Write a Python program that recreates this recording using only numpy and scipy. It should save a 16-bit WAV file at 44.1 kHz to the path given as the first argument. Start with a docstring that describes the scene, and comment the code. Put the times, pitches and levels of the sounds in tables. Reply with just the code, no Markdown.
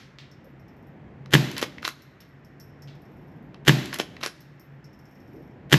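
"""A small-calibre pump-action rifle fires three times from a mat under the roof of an outdoor range.
Each muzzle blast reflects off ground and roof and excites the shelter's modes, which boom. The pump is
racked back and forth, its steel parts sliding and striking, and the spent brass case rings as it hops
and rolls over the floor. Distant taps and soft shuffles lie behind, with a low rumble, a breeze in the
trees and the shelter's resonance humming in the outdoor air."""
import sys
import numpy as np
from scipy import signal
from scipy.fft import rfft, irfft, next_fast_len
from scipy.io import wavfile
from scipy.ndimage import uniform_filter1d

SR = 44100
rng = np.random.default_rng(int(sys.argv[2]) if len(sys.argv) > 2 else 0)


def store_wav(level_fs):
    """Save 16-bit WAV to argv[1]."""
    pcm = np.round(np.clip(np.atleast_2d(level_fs), -1, 1) * 32767)
    wavfile.write(sys.argv[1], SR, pcm.T.astype(np.int16))


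N = 254888

# the shooter's moves, a row per cycle: take up the trigger, free the slide, pull it, reach the rear stop,
# drive the bolt home (t/s each)
CYCLE_TIMES = [(1.259, 1.514, 1.5657, 1.6265, 1.8501), (3.5433, 3.857, 3.928, 3.9988, 4.234)]
# spectrum of struck steel (f/Hz, level/dB)
STEEL_SPECTRUM = [(180, -39.5), (300, -14), (753, -8.5), (1510, -1.5), (2560, -0.5), (3400, -2.5),
                  (4050, -4), (5060, -5.5), (5650, -7), (8960, -25), (11700, -18), (13300, -32.5)]
# each case tumbling to rest (start t/s, end t/s, low ring level/dB, high ring level/dB, rolling level/dB)
CASE_TUMBLES = [(.766, .87, -73, -64, -92), (2.952, 3.45, -68, -62.5, -84),
                (4.931, 5.55, -58, -61.5, -77.5)]


def shots():
    """Multipath propagation: rifle and listener stay put, so all shots share one pattern of echoes."""
    # trigger, hammer, its rattle, striker, muzzle blast, ground reflection, three roof reflections
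    # (t/s after the shot, level/dB, T60/s, treble tilt/(dB/octave))
    arrivals = [(-.028, -43, .04, 0.5), (-.0172, -32.5, 0.011, -2.5), (-.014, -35, .08, 0.5),
                (-.0075, -18.5, 0.025, -4), (.0004, -6.5, .015, -1), (.0042, 3.5, 0.0068, -3),
                (0.0098, -15.5, 0.018, 4), (0.0142, -10.5, 0.03, -5), (.016, -6, .011, -6)]
    # spectra of the crack and of its scattered tail (f/Hz, level/dB)
    crack = [(60, -12), (200, -2.5), (380, -4.5), (520, -9), (750, -9), (1150, -11.5), (1750, 0),
             (2300, -7.5), (3100, -2.5), (4200, -11), (7000, -16), (9300, -24.5), (12000, -15),
             (13500, -33), (16000, -47.5)]
    tail = [(260, -37), (450, -15.5), (549, -15.5), (597, -4.5), (914, -6), (1520, -6.5), (1830, -2),
            (2430, -6.5), (3460, -7), (7040, -18), (9350, -28.5), (12100, -16.5), (13300, -37)]
    # shots (t/s, level/dB)
    firings = [(1.3355, 0.04), (3.6783, 0.5), (5.7253, 0)]
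    lead_s = .04  # the lock moves before the blast
    t = np.arange(SR) / SR
    report, out = np.zeros(SR), np.zeros(N)
    for delay, db, t60, slope in arrivals:
        tilted = lambda hz: unit(shape(crack)(hz) * amp(slope * np.log2(np.clip(hz, 1500, 14000) / 2000)))
        add(report, lead_s + delay, amp(db) * coloured(burst(t60), tilted))
    add(report, lead_s + .0035, shelter_boom(t))
    gas_push = -amp(-21) * np.sin(2 * np.pi * 68 * t) * fade(t, .037)
    add(report, lead_s + .0016, gas_push)
    add(report, lead_s + .017, amp(-25.5) * coloured(burst(.17), shape(tail)))  # off posts and benches
    open_range = amp(-28) * coloured(diffuse(), shape(tail))
    low_roll = amp(-28.5) * coloured(diffuse(), lambda hz: unit(peak(hz, 280, 170) ** 2))
    add(report, lead_s + .017, open_range + low_roll)
    for s, db in firings:
        add(out, s - lead_s, amp(db) * report)
        add(out, s, amp(db - 24.5) * coloured(burst(.091), shape(crack)))  # turbulent muzzle gas
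    return out


def shelter_boom(t):
    """Free vibration of the shelter after a blast: its lowest two modes beat, then the boom drops."""
    # modes (f/Hz, level/dB, T60/s)
    modes = [(130.5, -12.5, 0.45), (154, -10, 0.31), (194.8, -30.5, 1.1), (210.6, -24.5, 0.32),
             (246.4, -33, 1.2), (302.4, -17, .2), (326.5, -40.5, 2.3), (341, -25, 0.25),
             (381.3, -18, 0.054), (599, -39.5, 1.5)]
    boom = sum((-1) ** k * amp(db) * np.sin(2 * np.pi * hz * t) * fade(t, t60)
               for k, (hz, db, t60) in enumerate(modes))
    drop = amp(np.interp(t, [.125, .155], [0, -7]))
    return boom * drop * rise(t, .0009)


def pump_action():
    """Impact and friction: bolt, lifter and stops strike the receiver; the pump scrapes on its rails."""
    # names of the columns of CYCLE_TIMES
    moves = ("trigger", "release", "pull", "rear", "home")
    # impacts (move, t/s after it, level/dB, body level/dB, treble level/dB, ring f/Hz, ring level/dB)
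    contacts = [("trigger", 0, -34, -11, -32, 1300, 2), ("release", 0, -24, -20, -15.5, 3900, 2),
                ("pull", 0, -16, -20, -31, 1630, 8), ("pull", .014, -18, -28, -11.5, 3800, 4.8),
                ("rear", -.012, -18, -11, -13, 3000, 2), ("rear", 0, -9.5, -1.7, -24, 3080, 6.6),
                ("home", -.068, -25.5, -28, -35, 1940, 16), ("home", -0.022, -22, -17, -49, 1300, 9.7),
                ("home", -.0045, -16.5, -14, -31, 2500, 4), ("home", 0, -7.5, -25, -33, 4160, 6),
                ("home", .0272, -9, -16, -22, 1480, 5.2), ("home", .037, -22, -15, -16, 2400, 4)]
    # sliding and rattling (move, t/s after it, duration/s, level/dB)
    slides = [("pull", 0, 0.044, -37.5), ("rear", -.011, .034, -32.5), ("home", -.03, .03, -47.5),
              ("home", -.009, .037, -35), ("home", .031, 0.0222, -41.5)]
    hits, scrapes = np.zeros(N), np.zeros(N)
    rails = lambda hz: steel(hz, body_db=-18.5, treble_db=-23.5, ring_hz=1950, ring_db=3)
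    for cycle in CYCLE_TIMES:
        when = dict(zip(moves, cycle))
        for move, delay, db, *colour in contacts:
            hit = coloured(knock(), lambda hz: steel(hz, *colour))
            add(hits, when[move] + delay + .0003, amp(db) * hit)
        for move, delay, length, db in slides:
            size = round(length * SR)
            grains = unit(hiss(size) ** 3)  # cubed noise is spiky, like rough steel catching
            scrape = coloured(grains * signal.windows.tukey(size), rails)
            add(scrapes, when[move] + delay, amp(db) * scrape)
    return echoed(amp(-2.5) * hits + amp(1) * scrapes, early_db=-11, late_db=-21)


def knock(rise_s=.0004, t60=.0105):
    """Impact excitation: steel parts with some play meet gradually, then ring briefly."""
    noise = burst(t60)
    return noise * rise(np.arange(len(noise)) / SR, rise_s)


def steel(hz, body_db, treble_db, ring_hz, ring_db):
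    """Frequency response of a contact: heavy parts shake the stock, light ones ring brightly."""
    # resonances of receiver and stock (f/Hz, bandwidth/Hz, level/dB)
    resonances = [(305, 89, 5.5), (593, 270, -1), (1086, 180, 2), (1510, 100, -9), (2670, 54, -1),
                  (3054, 98, -4), (3460, 140, -12.5), (4020, 160, -5), (5337, 75, -7.5), (10600, 680, -20)]
    receiver = sum(amp(db) * peak(hz, centre, width) ** 2 for centre, width, db in resonances)
    part = amp(ring_db) * peak(hz, ring_hz, .28 * ring_hz) ** 2
    ring = unit(shape(STEEL_SPECTRUM)(hz) * (1 + 1.4 * receiver + part))
    treble = amp(along([(4000, 0), (10000, treble_db + 32)], hz))
    stock = amp(body_db + 21.5) * peak(hz, 410, 480) ** 2
    return np.hypot(ring * treble, stock)


def spent_cases():
    """Shell modes: each brass case rings at its own pitch as it hops, tumbles and rolls on the floor."""
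    # pitch of each case (from t/s, f/Hz)
    pitches = [(0, 13100), (1.9, 12620), (4.3, 12820)]
    # low resonance (f/Hz, bandwidth/Hz, T60/s)
    low_mode = (5400, 260, 0.092)
    # high modes (ratio to the pitch, level/dB, T60/s)
    high_modes = [(.91, -9, .1), (.955, -13, .08), (.988, -5, .1), (1, 0, .16)]
    # spectrum of brass touching the floor (f/Hz, level/dB)
    tick = [(2500, -40), (5000, -11), (7000, -11), (9300, -15), (11500, -1), (12700, 0), (14000, -14)]
    # landings after high hops (t/s, low ring level/dB, high ring level/dB)
    hops = [(.314, -53, -61), (0.444, -65, -56), (.596, -66, -64), (0.681, -62.5, -63), (2.021, -57, -49.5),
            (2.205, -51.5, -46), (2.4473, -57, -55.5), (2.5993, -47, -46), (2.8209, -48.5, -51),
            (4.406, -55, -47), (4.597, -57, -49.5), (4.842, -52, -59)]
    out, t = np.zeros(N), np.arange(SR // 4) / SR
    low_hz, low_width, low_t60 = low_mode
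    pitch_at = lambda s: pitches[sum(s > start for start, _ in pitches[1:])][1]
    clink = lambda hz: unit(peak(hz, low_hz, low_width) * peak(hz, low_hz, 4500))
    detuned = lambda hz: np.sin(2 * np.pi * hz * (1 + rng.normal(0, .002)) * t)
    for s, low_db, high_db in hops + tumbling():
        add(out, s, amp(low_db) * coloured(burst(low_t60), clink))
        high_ring = sum(amp(db + rng.normal(0, 1.6)) * detuned(ratio * pitch_at(s)) * fade(t, t60)
                        for ratio, db, t60 in high_modes)
        add(out, s, amp(high_db - 8) * rise(t, .002) * high_ring)
        add(out, s, amp(high_db - 1.5) * coloured(burst(.017), shape(tick)))
    for start, end, _, _, db in CASE_TUMBLES:
        size = round((end - start) * SR)
        brass = lambda hz: clink(hz) + unit(peak(hz, pitch_at(start), 140) * peak(hz, 8000, 2500))
        rolling = coloured(hiss(size) * signal.windows.tukey(size), brass)
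        add(out, start, amp(db) * unit(rolling))
    return amp(-2.5) * echoed(out, early_db=-7.5, late_db=-10.5)


def tumbling(count=16):
    """Inelastic collisions: uneven, weakening touches (t/s, low ring level/dB, high ring level/dB)."""
    gap_s, unevenness, spread_db = .056, .3, 2.5
    low_fade_db_per_s, high_fade_db_per_s = 22, 10
    touches = []
    for start, end, low_db, high_db, _ in CASE_TUMBLES:
        gap, low, high = rng.standard_normal((count, 3)).T
        ages = np.append(0, np.cumsum(gap_s * np.exp(unevenness * gap[1:])))
        low_levels = low_db - low_fade_db_per_s * ages + spread_db * low
        high_levels = high_db - high_fade_db_per_s * ages + spread_db * high
        touches += [row for row in zip(start + ages, low_levels, high_levels) if row[0] < end]
    return touches


def stroke_echo():
    """Reverberant decay: the echo of a pump stroke dies away as the scene opens."""
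    echo = diffuse() * fade(np.arange(SR) / SR, t60=1)
    return np.pad(amp(-51) * coloured(echo, shape(STEEL_SPECTRUM)), (0, N - SR))


def taps_and_case_knock():
    """Reflection outweighs direct sound in two distant taps and the knock of a bouncing spent case."""
    # tap, case knock, tap (t/s, level/dB, echo level/dB)
    strikes = [(.186, -35.5, -5), (2.204, -48.5, -2.5), (2.875, -50, 3)]
    # their spectrum (f/Hz, level/dB)
    spectrum = [(200, -13.5), (700, -12), (2000, -2), (3600, -1), (5000, -6), (7000, -20), (10000, -33.5)]
    out = np.zeros(N)
    for s, db, echo_db in strikes:
        direct = coloured(burst(.016), shape(spectrum))
        add(out, s, amp(db) * echoed(direct, echo_db + 6.5, echo_db, early_t60=.28, roof_s=.0033))
    return out


def shuffles():
    """Friction noise as the shooter shifts on the mat."""
    # movements (t/s, duration/s, f/Hz, level/dB)
    movements = [(0.438, 0.065, 552, -52.5), (5.32, .12, 340, -46)]
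    out = np.zeros(N)
    for s, length, centre, db in movements:
        size = round(length * SR)
        rub = coloured(hiss(size), lambda hz: peak(hz, centre, 165) ** 2)
        add(out, s, amp(db) * unit(rub) * signal.windows.tukey(size))
    return out


def shelter_hum():
    """Forced resonance: outdoor air keeps the shelter's lowest resonance humming."""
    # course of the hum (t/s, level/dB)
    levels = [(0, -52.5), (.8, -51), (1.2, -40), (2.1, -58), (2.85, -47), (3.5, -47.5), (4.2, -53.5),
              (4.6, -45), (5.2, -53), (5.7, -51)]
    level_db = np.interp(np.arange(N) / SR, *np.transpose(levels))
    return amp(level_db - 2.5) * steady_noise(lambda hz: peak(hz, 140, 12) ** 2)


def rumble():
    """The low rumble sinks after each pump cycle and swells back."""
    # rumble spectrum (f/Hz, level/dB)
    spectrum = [(12, -60), (20, -31), (59, -9.5), (112, -8.5), (142, -4.5), (177, -7), (288, -9.5),
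                (476, -17.5), (813, -21.5), (1100, -29), (1430, -62), (2420, -120)]
    full_db, dip_db, swell_db_per_s, first_dip_s = -46, 8.5, 6, -.23
    t = np.arange(N) / SR
    dips = np.array([first_dip_s] + [cycle[-1] for cycle in CYCLE_TIMES])
    age = t - dips[np.searchsorted(dips[1:], t)]
    return amp(full_db - np.maximum(dip_db - swell_db_per_s * age, 0)) * steady_noise(shape(spectrum))


def breeze():
    """Flow noise of a light breeze in the trees."""
    # breeze spectrum (f/Hz, level/dB)
    spectrum = [(500, -19), (1000, -1), (1400, 1), (1900, 2.5), (2700, -7), (4000, -18), (7000, -28.5),
                (10000, -40), (13000, -33.5), (15000, -53.5)]
    return amp(-61) * steady_noise(shape(spectrum))


def echoed(x, early_db, late_db, early_t60=.15, roof_s=.0082):
    """Convolution with an impulse response: direct sound, early roof echoes, late reverberation."""
    early, late = burst(early_t60), diffuse()
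    room = np.zeros(SR + SR // 4)
    room[0] = 1
    add(room, roof_s, amp(early_db) * early / np.linalg.norm(early))
    add(room, roof_s, amp(late_db) * late / np.linalg.norm(late))
    return signal.fftconvolve(x, room)[:N]


def diffuse():
    """Diffuse field of the range: each frequency decays at its own rate."""
    # reverberation time (f/Hz, T60/s)
    decay_times = [(200, 0.99), (600, 0.65), (2000, 0.81), (5000, .8), (12000, 0.6)]
    hz, t, bands = signal.stft(rng.standard_normal(SR), SR, nperseg=256)
    return signal.istft(bands * fade(t, along(decay_times, hz)[:, None]), SR, nperseg=256)[1][:SR]


def burst(t60):
    """Decaying noise that starts near rms 1, whitened so that it has no colour of its own."""
    t = np.arange(round((t60 + .01) * SR)) / SR
    noise = hiss(len(t)) * fade(t, t60)
    power = uniform_filter1d(np.abs(rfft(noise, 2 * SR // 5)) ** 2, size=120)
    gain = np.sqrt(power.mean() / np.abs(power))
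    return coloured(noise, lambda hz: np.interp(hz, np.linspace(0, SR / 2, len(gain)), gain))


def steady_noise(gain):
    """Stationary filtered noise of rms 1."""
    return unit(coloured(rng.standard_normal(N), gain))


def hiss(size):
    """Up to a second of white noise."""
    return rng.standard_normal(SR)[:size]


def coloured(x, gain):
    """Minimum-phase filtering by gain(hz): folding the cepstrum makes the filter causal."""
    m = 2 * next_fast_len(x.shape[-1] // 2 + 4096)
    cepstrum = irfft(np.log(np.maximum(gain(np.fft.rfftfreq(m, 1 / SR)), 1e-6)))
    cepstrum[1:m // 2] *= 2
    cepstrum[m // 2 + 1:] = 0
    return irfft(rfft(x, m) * np.exp(rfft(cepstrum)), m)[..., :x.shape[-1]]


def shape(points):
    """A spectrum as a gain that conserves the power of white noise."""
    return lambda hz: unit(amp(along(points, hz)))


def along(points, hz):
    """Interpolation of (f/Hz, value) points on a log axis."""
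    freqs, values = np.transpose(points)
    return np.interp(np.log(hz + 1), np.log(freqs + 1), values)


def peak(hz, centre, width):
    """Gain of a damped resonator."""
    return hz * width / np.hypot(centre ** 2 - hz ** 2, hz * width)


def rise(t, tau):
    """Exponential onset."""
    return 1 - np.exp(-t / tau)


def fade(t, t60):
    """Exponential decay."""
    return np.exp(-np.log(1000) * t / t60)


def amp(db):
    """Decibels to gain."""
    return 10 ** (np.asarray(db) / 20)


def unit(x):
    """Normalisation to rms 1."""
    return x / np.sqrt(np.mean(x ** 2) + 1e-20)


def add(track, s, x):
    """Superposition of x on the track from time s."""
    i = max(round(s * SR), 0)
    track[i:i + len(x)] += x[:max(len(track) - i, 0)]


def scene():
    """Superposition at one microphone, whose two ports differ in phase in the high treble."""
    # microphone response: wind filter, a narrow dip and a falling top (f/Hz, level/dB)
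    response = [(20, -10), (45, -4.5), (75, -1), (8800, -0.5), (9200, -10.5), (9600, -4), (13200, 0),
                (14200, -7.5), (16000, -16)]
    # side signal relative to mid (f/Hz, level/dB)
    ports = [(2000, -62.5), (4000, -37), (7000, -22), (10500, -13.5), (12200, -7), (13000, -0.5)]
    pressure = shots() + pump_action() + stroke_echo() + taps_and_case_knock() + shuffles()
    pressure += shelter_hum() + rumble() + breeze() + spent_cases()
    mid = coloured(pressure, lambda hz: amp(along(response, hz)))
    m = next_fast_len(N + SR // 4)
    side = irfft(rfft(mid, m) * 1j * amp(along(ports, np.fft.rfftfreq(m, 1 / SR))), m)[:N]
    return np.array([mid + side, mid - side])


def record(dry):
    """Saturation rounds off the loudest peaks; a steep low-pass limits the band."""
    cutoff_hz = 14000
    clipped = dry / (1 + np.abs(dry) ** 6) ** (1 / 6)
    m = next_fast_len(N + SR // 4)
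    low_pass = 1 / np.sqrt(1 + (np.fft.rfftfreq(m, 1 / SR) / cutoff_hz) ** 48)
    return irfft(rfft(clipped, m) * low_pass, m)[:, :N]


dry = scene()
out = record(dry)
store_wav(out)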